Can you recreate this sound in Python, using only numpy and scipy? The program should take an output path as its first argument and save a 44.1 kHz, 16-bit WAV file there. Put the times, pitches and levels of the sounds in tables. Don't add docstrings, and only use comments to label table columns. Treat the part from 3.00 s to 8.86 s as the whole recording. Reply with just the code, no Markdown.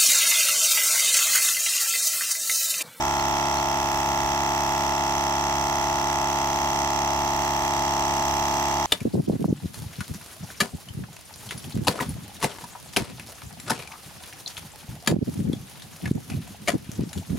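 import sys
import numpy as np
from scipy import signal
from scipy.fft import rfft, irfft
from scipy.io import wavfile

SR = 44100
rng = np.random.default_rng(int(sys.argv[2]) if len(sys.argv) > 2 else 0)


def gain_from_decibels(decibels):
    exponent = np.asarray(decibels, float) / 20
    return 10 ** exponent


def output_pcm(signal):
    pcm = np.clip(np.atleast_2d(signal).T, -1, 1) * 32767
    wavfile.write(sys.argv[1], SR, np.round(pcm).astype(np.int16))


N = 258426

# time_s, speed_turns_per_s
CRANK_SPEED = [(0, 34.731), (1.3, 34.752), (1.8, 34.817), (2.3, 34.825), (2.55, 34.796), (2.85, 34.813),
               (3.05, 34.843), (3.4, 34.849), (3.65, 34.811), (3.9, 34.821), (4.2, 34.865), (4.6, 34.823),
               (4.96, 34.818), (5.2, 34.833), (5.86, 34.82)]
START_TURN = 0.95
# time_s, level_db
HAND_NEARNESS = [(0, 2), (.4, 2.5), (.8, 1.5), (1.5, 2), (2.5, 1.5), (3.5, 1.5), (4.5, 1.5), (5.2, 2),
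                 (5.86, 2)]

# pitch_hz, level_db (per Hz)
BREEZE_COLOUR = [(15, -35), (28, -14), (42, -3), (55, 8), (80, -2), (120, -2.5), (250, -31), (500, -24)]
BREEZE_DB = -46.5
# start_s, length_s, start_pitch_hz, end_pitch_hz, level_db
BIRD_CHIRPS = [
    (.178, .038, 4050, 4500, -36.5),
    (.563, .038, 4020, 4500, -36),
    (5.51, .035, 4150, 4450, -41.5),
    (5.768, .008, 5500, 3900, -32.5),
]

MOTOR_ORDERS = [50, 75, 81, 94]
# level_db, swell_over_run_db, left_minus_right_db
MOTOR_WHINE = [(-51.5, -4.5, -10), (-49.5, -7, -4), (-59, 8, 4), (-57, 9.5, -7)]

# order (cycles per crank turn), level_db
HUM_ORDERS = [(1, -25), (2, -9), (3, -22), (4, -9), (5, -19), (6, -17), (7, -12), (8, -15), (9, -12),
              (10, -7), (11, -18), (12, -20), (13, -23), (14, -27), (15, -26), (16, -24),
              (17, -21), (18, -9), (19, -7), (20, -9), (21, -9), (22, -13), (23, -6), (24, 0), (25, -1),
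               (26, -1), (27, -11), (28, -9), (29, -7), (30, -11), (31, -20), (32, -12), (33, -11),
               (34, -22), (35, -17), (36, -14), (37, -15), (38, -22), (39, -14), (40, -20), (41, -21),
               (42, -28)]
# pitch_hz, crank_angle_turns
HOUSING_BLOWS = [(170, -.067), (453, .081), (484, .467), (625, .052), (787, 1.135), (807, .469),
                 (924, .172), (980, .9), (1182, -.134), (1533, -.096)]
THUMP_START = -0.243
# pitch_hz, left_minus_right_db
HUM_BALANCE = [(60, 0), (150, 1), (300, 0.5), (500, -2), (700, 3), (900, -2.5), (1100, -2), (1500, -7)]
# time_s, level_db
UPPER_HUM_LEVEL = [(0, 4.5), (.5, 2.5), (1.5, 1), (3, 1.5), (4.5, -3), (5.86, -3)]
UPPER_HUM_FROM_HZ = 1300
HUM_DB, HUM_LAG_MS, HUM_WAVER_DB, ONCE_A_TURN_DB = -32, -0.12, 0.3, -14
HUM_NEAR_SHARE, HUM_LIFT_DB = 0.34, -0.62

# pitch_hz, level_db (per Hz)
LEFT_HISS = [(300, 4.5), (480, -1), (640, 17), (1000, 13.5), (1500, 6.5), (2000, 7.5), (3300, 5),
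             (4500, 0.5), (5800, -3), (8200, 0.5), (9300, -11.5), (12000, -10.5), (14500, -6.5),
             (15800, -14.5)]
# pitch_hz, level_db (per Hz)
RIGHT_HISS = [(300, 6), (480, -0.5), (640, -6), (1000, 7.5), (1500, 0), (2000, 7), (3300, 2.5), (4500, 1.5),
              (5900, 8), (7200, 3), (8800, -23), (10400, -6.5), (12000, -14.5), (15800, -27.5)]
# pitch_hz, likeness (-1 to 1)
EAR_LIKENESS = [(100, 0.5), (700, 0.12), (2000, 0.49), (5000, 0.24), (9000, 0.23), (15000, 0.13)]
# pitch_hz, width_hz, level_db (over the hiss)
COOLING_FINS = [(12950, 150, 6), (13400, 200, 4), (13950, 160, 4), (14250, 140, 4), (14600, 150, 7),
                (15000, 140, 5), (15550, 200, 4)]
# crank_angle_turns, width_turns, level_db (over steady hiss), fin_level_db
AIR_STROKES = [
    (.31, .11, 5.5, 2),
    (.80, .095, 7, 9),
]
HISS_DB = -34.5
REPEAT_SHARE, REPEAT_FROM_HZ = 0.5, 1450

# (pitch_hz, rise_ms, level_db, left_minus_right_db)
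VALVE_SLAPS = [
    (.05, -.15, [(1800, 1.5, -42, -3), (3250, 1.2, -42, 2)]),
    (.20, -0.21, [(5650, 1.5, -31, -5.5), (6460, 4.5, -41.5, -4), (7700, 1.2, -45, 18), (3294, 2.4, -39.5, 2), (1740, 2.3, -39.5, -2)]),
    (.34, -0.16, [(4850, 0.27, -40.5, 4), (5370, 0.92, -39, 0), (2250, 0.72, -38, -10)]),
    (0.641, -0.11, [(1741, 1.2, -33, -1), (2617, 2.75, -41.5, 5), (6120, 1.8, -37, -9), (5350, 2.9, -39.5, -10)]),
    (0.741, -0.13, [(3270, 2.4, -42, 8), (3970, 0.62, -37.5, 4), (6940, 0.64, -42.5, -7), (7940, 3.2, -51, 20), (2600, 0.75, -40, 2)]),
    (0.791, -0.13, [(1997, 0.95, -30, -7.5), (2820, 3.1, -39.5, -2), (6130, 1.2, -28.5, -8), (5180, 1.1, -38, -6), (7970, 0.53, -45, 18), (4700, 2.1, -45, 7), (14600, 1.5, -44, 8), (12950, 1.5, -45, 8)]),
]
SLAP_DB, SLAP_DRIFT_DB = 0.6, 0.5
SLAP_JITTER_MS, SLAP_WANDER_MS = 0.008, 0.022
SLAP_EARLY = 0.018


def evened(x):
    return x / np.sqrt(np.mean(x ** 2))


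def read(points, hz):
    pitch, value = np.transpose(points)
    return np.interp(np.log(hz + 1), np.log(pitch + 1), value)


def curve(points):
    return np.interp(np.arange(N) / SR, *np.transpose(points))


def drift(top_hz):
    steps = rng.standard_normal(int(N / SR * top_hz * 2) + 2)
    places = np.linspace(0, len(steps) - 1, N)
    return evened(np.interp(places, np.arange(len(steps)), steps))


def noise(left_colour, right_colour, lag_ms):
    hz = np.fft.rfftfreq(N, 1 / SR)
    first, second = rfft(rng.standard_normal((2, N)))
    same = np.clip(read(EAR_LIKENESS, hz), -1, 1)
    left = first * np.exp(-2j * np.pi * hz * lag_ms / 1000)
    right = same * first + np.sqrt(1 - same ** 2) * second
    pair = np.array([left * gain_from_decibels(read(left_colour, hz)), right * gain_from_decibels(read(right_colour, hz))])
    fins_db = sum(db / (1 + (2 * (hz - fin_hz) / width_hz) ** 2) for fin_hz, width_hz, db in COOLING_FINS)
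    return evened(irfft(pair * gain_from_decibels(fins_db), N))


def breeze():
    return noise(BREEZE_COLOUR, BREEZE_COLOUR, -0.32) * gain_from_decibels(BREEZE_DB + 2 * drift(2.7))


def bird():
    out = np.zeros(N)
    for start_s, length_s, from_hz, to_hz, db in BIRD_CHIRPS:
        hz = np.linspace(from_hz, to_hz, round(length_s * SR))
        whistle = np.sin(2 * np.pi * np.cumsum(hz) / SR)
        out[round(start_s * SR):][:len(hz)] += gain_from_decibels(db) * np.hanning(len(hz)) * whistle
    return np.array([out, 0.7 * np.roll(out, 1)])


def whine(turns):
    out, run = np.zeros((2, N)), np.linspace(0, 1, N)
    for order, (db, swell_db, lean_db) in zip(MOTOR_ORDERS, MOTOR_WHINE):
        level = gain_from_decibels(db + swell_db * run + 0.8 * drift(3))
        balance = gain_from_decibels(np.array([[lean_db], [-lean_db]]) / 2)
        out += balance * level * np.cos(2 * np.pi * (order * turns + rng.random()))
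    return out


def hum(turns):
    out, lag_s = np.zeros((2, N)), HUM_LAG_MS / 1000
    lag_turns = curve(CRANK_SPEED) * lag_s
    orders = HUM_ORDERS
    pitches = np.array(orders)[:, 0] * CRANK_SPEED[0][1]
    delays = np.cumsum(np.interp(pitches, *np.transpose(HOUSING_BLOWS)))
    for (order, db), hz, delay in zip(orders, pitches, delays):
        odd_shift = order % 2 / 4
        phase = 2 * np.pi * (order * turns - delay + THUMP_START + odd_shift)
        db = HUM_DB + db + HUM_WAVER_DB * drift(9)
        db = db + (hz > UPPER_HUM_FROM_HZ) * curve(UPPER_HUM_LEVEL)
        db = db + (order == 1) * ONCE_A_TURN_DB
        level, lean_db = gain_from_decibels(db) * np.sqrt(2), read(HUM_BALANCE, hz) / 2
        ear_shift = np.pi * order * lag_turns
        out[0] += level * gain_from_decibels(lean_db) * np.cos(phase - ear_shift)
        out[1] += level * gain_from_decibels(-lean_db) * np.cos(phase + ear_shift)
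    return out


def clatter(turns, air):
    size = round(SR / CRANK_SPEED[0][1])
    pieces = signal.resample(air[:, :2 * size].reshape(2, 2, size), 4 * size, axis=2)
    angle = np.arange(4 * size) / (4 * size)
    played = np.array([[np.interp(turns, angle, piece, period=1) for piece in ear] for ear in pieces])
    blend = np.linspace(0, np.pi / 2, N)
    rattle = played[:, 0] * np.cos(blend) + played[:, 1] * np.sin(blend)
    return signal.sosfilt(signal.butter(6, REPEAT_FROM_HZ, "high", fs=SR, output="sos"), rattle)


def hiss(turns):
    air = noise(LEFT_HISS, RIGHT_HISS, -0.2)
    low = signal.sosfiltfilt(signal.butter(2, 1200, fs=SR, output="sos"), air)
    fresh = air - low
    high = np.sqrt(1 - REPEAT_SHARE) * fresh + np.sqrt(REPEAT_SHARE) * clatter(turns, fresh)
    top = signal.sosfiltfilt(signal.butter(4, 11800, "high", fs=SR, output="sos"), high)
    push = np.array([np.exp(-(((turns - at + 0.5) % 1 - 0.5) / width) ** 2)
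                     for at, width, *_ in AIR_STROKES])
    middle_swell, fin_swell = gain_from_decibels(np.array(AIR_STROKES)[:, 2:].T @ push + 0.5 * drift(30))
    middle = (high - top) * evened(middle_swell)
    fins = top * evened(fin_swell * gain_from_decibels(1.0 * drift(2)))
    return gain_from_decibels(HISS_DB) * (low + middle + fins)


def ring(at, size, hz, rise_ms):
    pole = (-1000 / rise_ms + 2j * np.pi * hz) / SR
    blows, whole = np.zeros(N + SR, complex), np.ceil(at).astype(int)
    blows[whole] = size * np.exp(pole * (whole - at))
    return signal.lfilter([-np.e * pole.real], np.poly([np.exp(pole)] * 2), blows[:N]).imag


def valves(turns):
    out, laps = np.zeros((2, N)), np.arange(np.floor(turns[-1]) + 1)
    for angle, lag_ms, rings in VALVE_SLAPS:
        due, wander_ms = laps + angle - SLAP_EARLY, SLAP_WANDER_MS * drift(2)
        at = np.interp(due[due > turns[0]], turns, np.arange(N), right=N + 99)
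        nearest = np.minimum(at, N - 1).astype(int)
        for hz, rise_ms, db, lean_db in rings:
            force, late = rng.standard_normal((len(laps), 2))[:len(at)].T
            slow_db = SLAP_DRIFT_DB * drift(1)[nearest]
            late_ms = late * SLAP_JITTER_MS + wander_ms[nearest]
            hit = np.abs(at + late_ms * SR / 1000)
            size = gain_from_decibels(db + SLAP_DB * force + slow_db)
            left_hit = np.abs(hit + lag_ms * SR / 1000)
            out[0] += gain_from_decibels(lean_db / 2) * ring(left_hit, size, hz, rise_ms)
            out[1] += gain_from_decibels(-lean_db / 2) * ring(hit, size, hz, rise_ms)
    return out


def scene():
    turns = START_TURN + np.cumsum(curve(CRANK_SPEED)) / SR
    near_db = curve(HAND_NEARNESS)
    background = breeze() + bird()
    housing = gain_from_decibels(HUM_NEAR_SHARE * near_db + HUM_LIFT_DB) * hum(turns)
    treble = gain_from_decibels(near_db) * (hiss(turns) + valves(turns))
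    return background + whine(turns) + housing + treble


def band_limit(x):
    return signal.sosfilt(signal.butter(12, 16390, fs=SR, output="sos"), x)


def record(dry):
    notch_hz, notch_width_hz, top_hz = 8750, 900, 15740
    right = signal.lfilter(*signal.iirnotch(notch_hz, notch_hz / notch_width_hz, SR), dry[1])
    top_cut = signal.firwin(511, top_hz, window=("kaiser", 9), fs=SR)
    mix = signal.oaconvolve([dry[0], right], top_cut[None], "same")
    return band_limit(mix)


dry = scene()
out = record(dry)
output_pcm(out)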